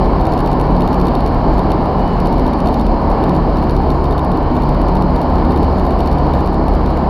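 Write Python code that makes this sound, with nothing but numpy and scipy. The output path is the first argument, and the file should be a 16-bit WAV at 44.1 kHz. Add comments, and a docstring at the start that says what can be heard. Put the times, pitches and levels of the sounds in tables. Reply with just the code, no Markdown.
"""Air roaring through a vertical wind tunnel at steady speed, booming in the resonances of the duct.
The microphone sits in a closed camera housing at the glass of the flying chamber; the housing muffles
the treble. The fans hum at their blade rate, and the same vibration makes a loose part tick close by,
mostly twice per shaft turn. Two brief whistles and faint puffs of hiss lie under the roar."""
import sys
import numpy as np
from scipy import signal
from scipy.fft import rfft, irfft
from scipy.io import wavfile
from scipy.ndimage import uniform_filter1d, minimum_filter1d

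SR = 44100
rng = np.random.default_rng(int(sys.argv[2]) if len(sys.argv) > 2 else 0)


def store_pcm(level_fs):
    """Save levels as 16-bit WAV."""
    pcm = np.round(np.clip(level_fs, -1, 1) * 32767).astype(np.int16)
    wavfile.write(sys.argv[1], SR, np.atleast_2d(pcm).T)


N = 312669

BLADE_HZ = 72.33  # fan blades passing per second


def undb(db):
    """Decibels to gain."""
    return 10 ** (np.asarray(db) / 20)


def bell(x, centre, width):
    """A smooth hump, 1 at the centre and 1/2 at half a width from it."""
    return 2. ** -(2 * (x - centre) / width) ** 2


def drift(rate_hz):
    """A smooth random wander with spread 1: levels held for 1 / rate_hz seconds and slewed twice."""
    hold = max(int(SR / rate_hz), 1)
    steps = np.repeat(rng.standard_normal(N // hold + 1), hold)
    smooth = uniform_filter1d(uniform_filter1d(steps, hold), hold)[:N]
    return smooth / smooth.std()


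def shaped_noise(gain):
    """Noise with the given amplitude per root Hz on the frequency axis of rfft."""
    return irfft(rfft(rng.standard_normal(N)) * gain, N) * np.sqrt(SR / 2)


def noise_band(f, hz, width_hz):
    """A bell-shaped band of noise with rms 1."""
    band = shaped_noise(bell(f, hz, width_hz))
    return band / band.std()


def air_roar(f, t, gust_db=0.33, flicker_db=.5):
    """Turbulence coloured by duct and housing; it swells as a whole and eddies make each octave flicker."""
    # Turbulent air behind the housing wall. Each row: frequency in Hz, level in dB per Hz.
    air_spectrum = [(12, -42), (25, -40), (100, -43), (300, -43.5), (500, -47.5), (780, -45.5),
                    (1020, -48.5), (1200, -57.5), (1900, -72), (3400, -83.5), (4900, -81), (6200, -99),
                    (8000, -103), (15000, -105)]
    # Weaker resonances and notches of the duct. Each row: centre in Hz, width in Hz, lift in dB.
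    duct_colour = [(40.8, 6.2, 8.5), (88.3, 10, 3), (100, 6.3, -7), (162.4, 16, -5), (239, 15, 0),
                   (292, 17, 1), (314.4, 16, 5), (378.5, 9.1, 3), (1090, 150, 1.2)]
    # Resonances of the housing's air and walls. Each row: centre in Hz, width in Hz, lift in dB.
    housing_colour = [(1765, 100, 4), (2270, 230, 4.5), (3010, 420, 6), (4305, 800, 7)]
    # Strength of the rush as the flyers move through the stream. Each row: time in seconds, gain in dB.
    flow = [(0, 0), (1.3, 0.1), (2.3, 0), (2.9, -0.5), (3.25, 0.5), (3.7, -0.7), (4.2, -1), (4.8, -0.5),
            (6.4, -0.05), (7.09, -1.5)]
    hz, db = np.transpose(air_spectrum)
    octave = np.log2(np.maximum(f, 1))
    colour_db = np.interp(octave, np.log2(hz), db)
    for centre, width, lift_db in duct_colour + housing_colour:
        colour_db = colour_db + lift_db * bell(f, centre, width)
    rush = 0
    for k in range(3, 15):  # octaves from 8 Hz up
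        band = shaped_noise(undb(colour_db) * (np.floor(octave) == k))
        rush = rush + band * undb(flicker_db * drift(11))
    flow_db = np.interp(t, *np.transpose(flow))
    return rush * undb(flow_db + gust_db * drift(3.59))


def duct_buffeting(f, t, settle_s=0.097, swell_db=1.2):
    """Turbulence pumps the duct's strongest resonances; a large eddy takes hold of one for a moment."""
    # The three booming resonances. Each row: centre in Hz, width in Hz, level in dB.
    duct_modes = [(43.3, 17.4, -19.5), (181.6, 10.6, -26.5), (252.4, 24.3, -27)]
    # Large eddies and lulls, each felt by the resonance nearest in pitch.
    # Each row: middle in seconds, length in seconds, frequency in Hz, lift in dB.
    eddies = [(.05, .1, 43, 7), (.78, .13, 181, 10), (.79, .08, 250, 8), (.86, .08, 43, -9),
              (1.02, .2, 181, 7.5), (1.3, .16, 181, -9), (1.54, .15, 43, 7), (2.12, .45, 181, 6),
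              (2.46, .18, 250, 7), (2.89, .11, 43, 8), (3.02, .08, 43, -9), (3.28, .12, 250, 8),
              (3.305, .1, 181, 10.5), (3.44, .12, 43, 5), (3.96, .1, 181, -7), (4.29, .1, 181, 7),
              (4.47, .14, 181, -8), (4.565, .08, 250, 8.5), (4.99, .12, 181, 10.5), (5.475, .08, 250, 10),
              (6.6, .08, 250, 7), (6.73, .11, 43, 7.5), ]
    pitches = np.array(duct_modes)[:, 0]
    boom = 0
    for k, (hz, width, db) in enumerate(duct_modes):
        drone = noise_band(f, hz, width)
        felt = [(bell(t, middle, length), lift_db) for middle, length, eddy_hz, lift_db in eddies
                if np.argmin(abs(pitches - eddy_hz)) == k]
        hold = np.minimum(sum(hump for hump, _ in felt), 1)
        eddy_db = sum(hump * lift_db for hump, lift_db in felt)
        # between eddies the drone flutters at random; in the hold of one it rings evenly
        instant_power = abs(signal.hilbert(drone)) ** 2 / 2
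        mean_power = uniform_filter1d(instant_power, int(settle_s * SR))
        power = hold * instant_power + (1 - hold) * mean_power
        wander_db = (1.5 - hold) * swell_db * drift(7.4)
        boom = boom + drone / np.sqrt(power) * undb(db + eddy_db + wander_db)
    return boom


def fan_hum(t, wander_rad=.12, waver_db=.6, overtone_waver_db=3):
    """Blade-rate partials; the moving air makes their level and phase waver, the higher ones more."""
    # The body of the hum. Each row: time in seconds, then the levels of partials 1, 2 and 3 in dB.
    hum_levels = [(0, -25, -26.5, -40), (.3, -26, -23, -35), (.5, -32, -22, -34), (.9, -26, -22, -31),
                  (1.35, -37, -26, -40), (1.7, -26, -26.5, -35), (2.1, -29, -23.5, -25.5),
                  (2.7, -23.5, -27.5, -25), (2.9, -23, -34, -28.5), (3.3, -24, -25, -34),
                  (3.65, -21, -24.5, -29.5), (4.1, -20, -25, -42), (4.4, -21.5, -27, -44),
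                  (4.7, -25, -22.5, -42), (4.9, -21, -24, -38), (5.3, -19.5, -25.5, -46),
                  (5.55, -16.5, -24.5, -40), (5.9, -19, -26, -38), (6.2, -16.5, -24.5, -38),
                  (6.7, -18.5, -30, -40), (7.09, -18.5, -26, -37)]
    # Weaker partials. Each row: multiple of the blade rate, level in dB.
    overtones = [(5, -37.5), (6, -40), (8, -44), (9, -39)]

    def partial(order, db, spread_db):
        """One wavering harmonic of the blade rate."""
        phase = 2 * np.pi * (order * BLADE_HZ * t + rng.random()) + wander_rad * order * drift(2.98)
        return np.sqrt(2) * undb(db + spread_db * drift(4.97)) * np.sin(phase)

    times, *levels_db = np.transpose(hum_levels)
    body = sum(partial(order, np.interp(t, times, db), waver_db * order)
               for order, db in enumerate(levels_db, 1))
    return body + sum(partial(round(order), db, overtone_waver_db) for order, db in overtones)


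def blade_shakes(t, first_blade_s=.0041, edge_drop_db=7, uneven_db=0.16,
                 faint_share=.14, faint_db=-54, scatter_db=3):
    """Passing blades shake the loose part, hardest mid-clack, faintly now and then: rows of seconds, dB."""
    # Clacks, a tick for each blade that passes while the part touches.
    # Each row: middle in seconds, length in seconds, relative strength in dB.
    clacks = [(0.052, 0.026, -45), (0.129, 0.015, -52), (0.207, 0.022, -42.5), (0.26, 0.021, -37.5),
              (0.33, 0.028, -40), (0.393, 0.034, -37.5), (0.465, 0.027, -37), (0.521, 0.026, -40),
              (0.607, 0.022, -35.5), (0.668, 0.015, -51), (0.715, 0.024, -49), (0.813, 0.028, -38),
              (0.878, 0.021, -37.5), (0.94, 0.03, -39.5), (1.007, 0.025, -38.5), (1.07, 0.034, -37.5),
              (1.15, 0.019, -38), (1.207, 0.018, -41), (1.266, 0.023, -38), (1.341, 0.02, -46),
              (1.539, 0.015, -47), (1.589, 0.023, -39), (1.715, 0.028, -38), (1.816, 0.015, -51),
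              (1.858, 0.019, -46), (1.991, 0.021, -47), (2.075, 0.018, -46), (2.134, 0.014, -52),
              (2.203, 0.02, -39.5), (2.267, 0.026, -38), (2.329, 0.023, -41.5), (2.39, 0.022, -41),
              (2.47, 0.031, -40.5), (2.533, 0.017, -40), (2.6, 0.021, -40), (2.672, 0.035, -38),
              (2.738, 0.02, -38), (2.804, 0.028, -39.5), (2.866, 0.018, -43), (3.018, 0.016, -50),
              (3.108, 0.026, -43), (3.237, 0.018, -39.5), (3.295, 0.02, -38.5), (3.356, 0.034, -43.5),
              (3.503, 0.016, -50), (3.574, 0.034, -44), (3.634, 0.022, -43), (3.7, 0.02, -38),
              (3.764, 0.023, -38.5), (3.834, 0.04, -50), (3.906, 0.022, -38.5), (4.046, 0.022, -41.5),
              (4.117, 0.022, -40), (4.187, 0.024, -38.5), (4.246, 0.019, -41), (4.317, 0.016, -42),
              (4.37, 0.019, -43.5), (4.429, 0.015, -49), (4.561, 0.026, -42), (4.627, 0.03, -43.5),
              (4.692, 0.018, -43.5), (4.745, 0.015, -45), (4.816, 0.017, -40.5), (4.887, 0.02, -41.5),
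              (4.957, 0.026, -39.5), (5.02, 0.018, -39), (5.161, 0.019, -42), (5.219, 0.023, -40),
              (5.3, 0.015, -48), (5.355, 0.016, -43), (5.448, 0.018, -44), (5.516, 0.025, -41.5),
              (5.569, 0.028, -40.5), (5.636, 0.023, -40), (5.791, 0.022, -42), (5.859, 0.031, -41.5),
              (5.91, 0.025, -41), (5.999, 0.028, -39), (6.068, 0.024, -38.5), (6.122, 0.031, -42),
              (6.186, 0.018, -45), (6.267, 0.018, -45), (6.339, 0.023, -39), (6.402, 0.027, -43),
              (6.465, 0.027, -40.5), (6.541, 0.023, -42), (6.678, 0.017, -40), (6.746, 0.022, -42.5),
              (6.862, 0.017, -42), (6.902, 0.019, -44), (6.973, 0.017, -45)]
    blades = int((t[-1] - first_blade_s) * BLADE_HZ)
    when = first_blade_s + np.arange(blades) / BLADE_HZ
    size = rng.standard_normal(blades)
    touches = rng.random(blades) < faint_share
    level_db = np.where(touches, faint_db + scatter_db * size, -np.inf)
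    for middle, length, db in clacks:
        offset = abs(2 * (when - middle) / length)  # 1 at the edge of the clack
        clack_db = db - edge_drop_db * offset ** 3 + uneven_db * size
        level_db = np.where(offset < 2, np.maximum(level_db, clack_db), level_db)
    return np.column_stack([when, level_db])[np.isfinite(level_db)]


def loose_part_rattle(t, gain_db=1.5, snap_share=.74, scrape_s=0.001, chatter_db=-30, chatter_s=.016,
                      jitter_s=.0005, build_cycles=4):
    """Sharp contacts ring a loose part near the microphone, each a little before or after its blade."""
    # The part's modes. Each row: frequency in Hz, relative level in dB, seconds to fall by 60 dB.
    part_modes = [(2330, 5.5, .013), (2850, 23.5, .004), (3700, 10.3, .0135), (4370, 12.3, .013),
                  (5180, 6, .006), (5570, -1, .015), (5980, 6, .0037), (6570, -4.5, .0075),
                  (7180, -9, .014), (7870, -7.5, .009), (8840, -8, .0065), (9940, 6.5, .0054),
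                  (10780, -1.7, .0058), (11530, -3.5, .0078), (12500, 4, .0043), (13840, -8, .006),
                  (14610, -11.5, .0077), (15260, -15, .01)]
    age = t[:2048]
    # each contact snaps, scrapes for an instant, then chatters away faintly
    friction = np.exp(-age / scrape_s) + undb(chatter_db) * np.exp(-age / chatter_s)
    force = np.zeros(N + len(age))
    for when, db in blade_shakes(t):
        scrape = friction * rng.standard_normal(len(age))
        contact = np.sqrt(1 - snap_share) * scrape / np.linalg.norm(scrape)
        contact[0] += np.sqrt(snap_share)
        start = int(np.clip((when + jitter_s * rng.standard_normal()) * SR, 0, N))
        force[start:start + len(age)] += undb(db) * contact
    ring = 0
    for k, (hz, db, t60) in enumerate(part_modes):
        build = 1 - np.exp(-age * hz / build_cycles)
        decay = np.exp(-np.log(1000) * age / t60)
        ring = ring + (-1) ** k * undb(db) * np.sin(2 * np.pi * hz * age) * build * decay
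    return undb(gain_db) * signal.fftconvolve(force, ring)[:N]


def edge_whistles(t, waver_hz=12):
    """Air sings briefly on an edge, easing in and out, a little higher as it grows louder."""
    # Each row: peak time in seconds, fade time in seconds, top pitch in Hz, sag in Hz, peak level in dB.
    whistles = [(2.08, .11, 2972, 70, -45.3), (2.18, .035, 2630, 25, -51)]
    song = 0
    for peak_s, fade_s, hz, sag_hz, db in whistles:
        strength = np.exp(-((t - peak_s) / fade_s) ** 2)
        pitch = hz - sag_hz * (1 - strength ** 2) + waver_hz * drift(120)
        phase = 2 * np.pi * np.cumsum(pitch) / SR
        song = song + np.sqrt(2) * undb(db) * strength * np.sin(phase)
    return song


def hiss_puffs(f, t, first_s=.33, period_s=.605):
    """A faint hiss that comes in short puffs at an even pace, a narrow band on a wide skirt."""
    # One puff: fade time in seconds, centre in Hz, width in Hz, band level in dB, skirt level in dB.
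    puff_shape = (0.06, 6950, 750, -66, -67.5)
    fade_s, hz, width, band_db, skirt_db = puff_shape
    puffs = sum(np.exp(-((t - peak_s) / fade_s) ** 2) for peak_s in np.arange(first_s, t[-1], period_s))
    narrow = undb(band_db) * noise_band(f, hz, width)
    skirt = undb(skirt_db) * noise_band(f, hz=10500, width_hz=8000)
    return puffs * (narrow + skirt)


def scene():
    """Roar, buffeting and hum at the chamber glass, with the small sounds close to the microphone; mono."""
    t, f = np.arange(N) / SR, np.fft.rfftfreq(N, 1 / SR)
    tunnel = air_roar(f, t) + duct_buffeting(f, t) + fan_hum(t)
    close_by = edge_whistles(t) + hiss_puffs(f, t) + loose_part_rattle(t)
    return (tunnel + close_by)[None]


def record(dry):
    """The camera drops the deepest rumble, eases its gain down around the highest peaks and cuts the top."""
    low_cut_hz, top_hz = 14, 15600
    ceiling, span = .88, 441  # the limiter's peak amplitude and its smoothing in samples
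    low_cut = signal.butter(3, low_cut_hz, "highpass", fs=SR, output="sos")
    top_cut = signal.ellip(8, .2, 70, top_hz, fs=SR, output="sos")
    heard = signal.sosfilt(low_cut, dry)
    held_gain = minimum_filter1d(ceiling / np.maximum(abs(heard), ceiling), 2 * span)
    smooth_gain = uniform_filter1d(uniform_filter1d(held_gain, span), span)
    return signal.sosfilt(top_cut, heard * smooth_gain)


dry = scene()
out = record(dry)
store_pcm(out)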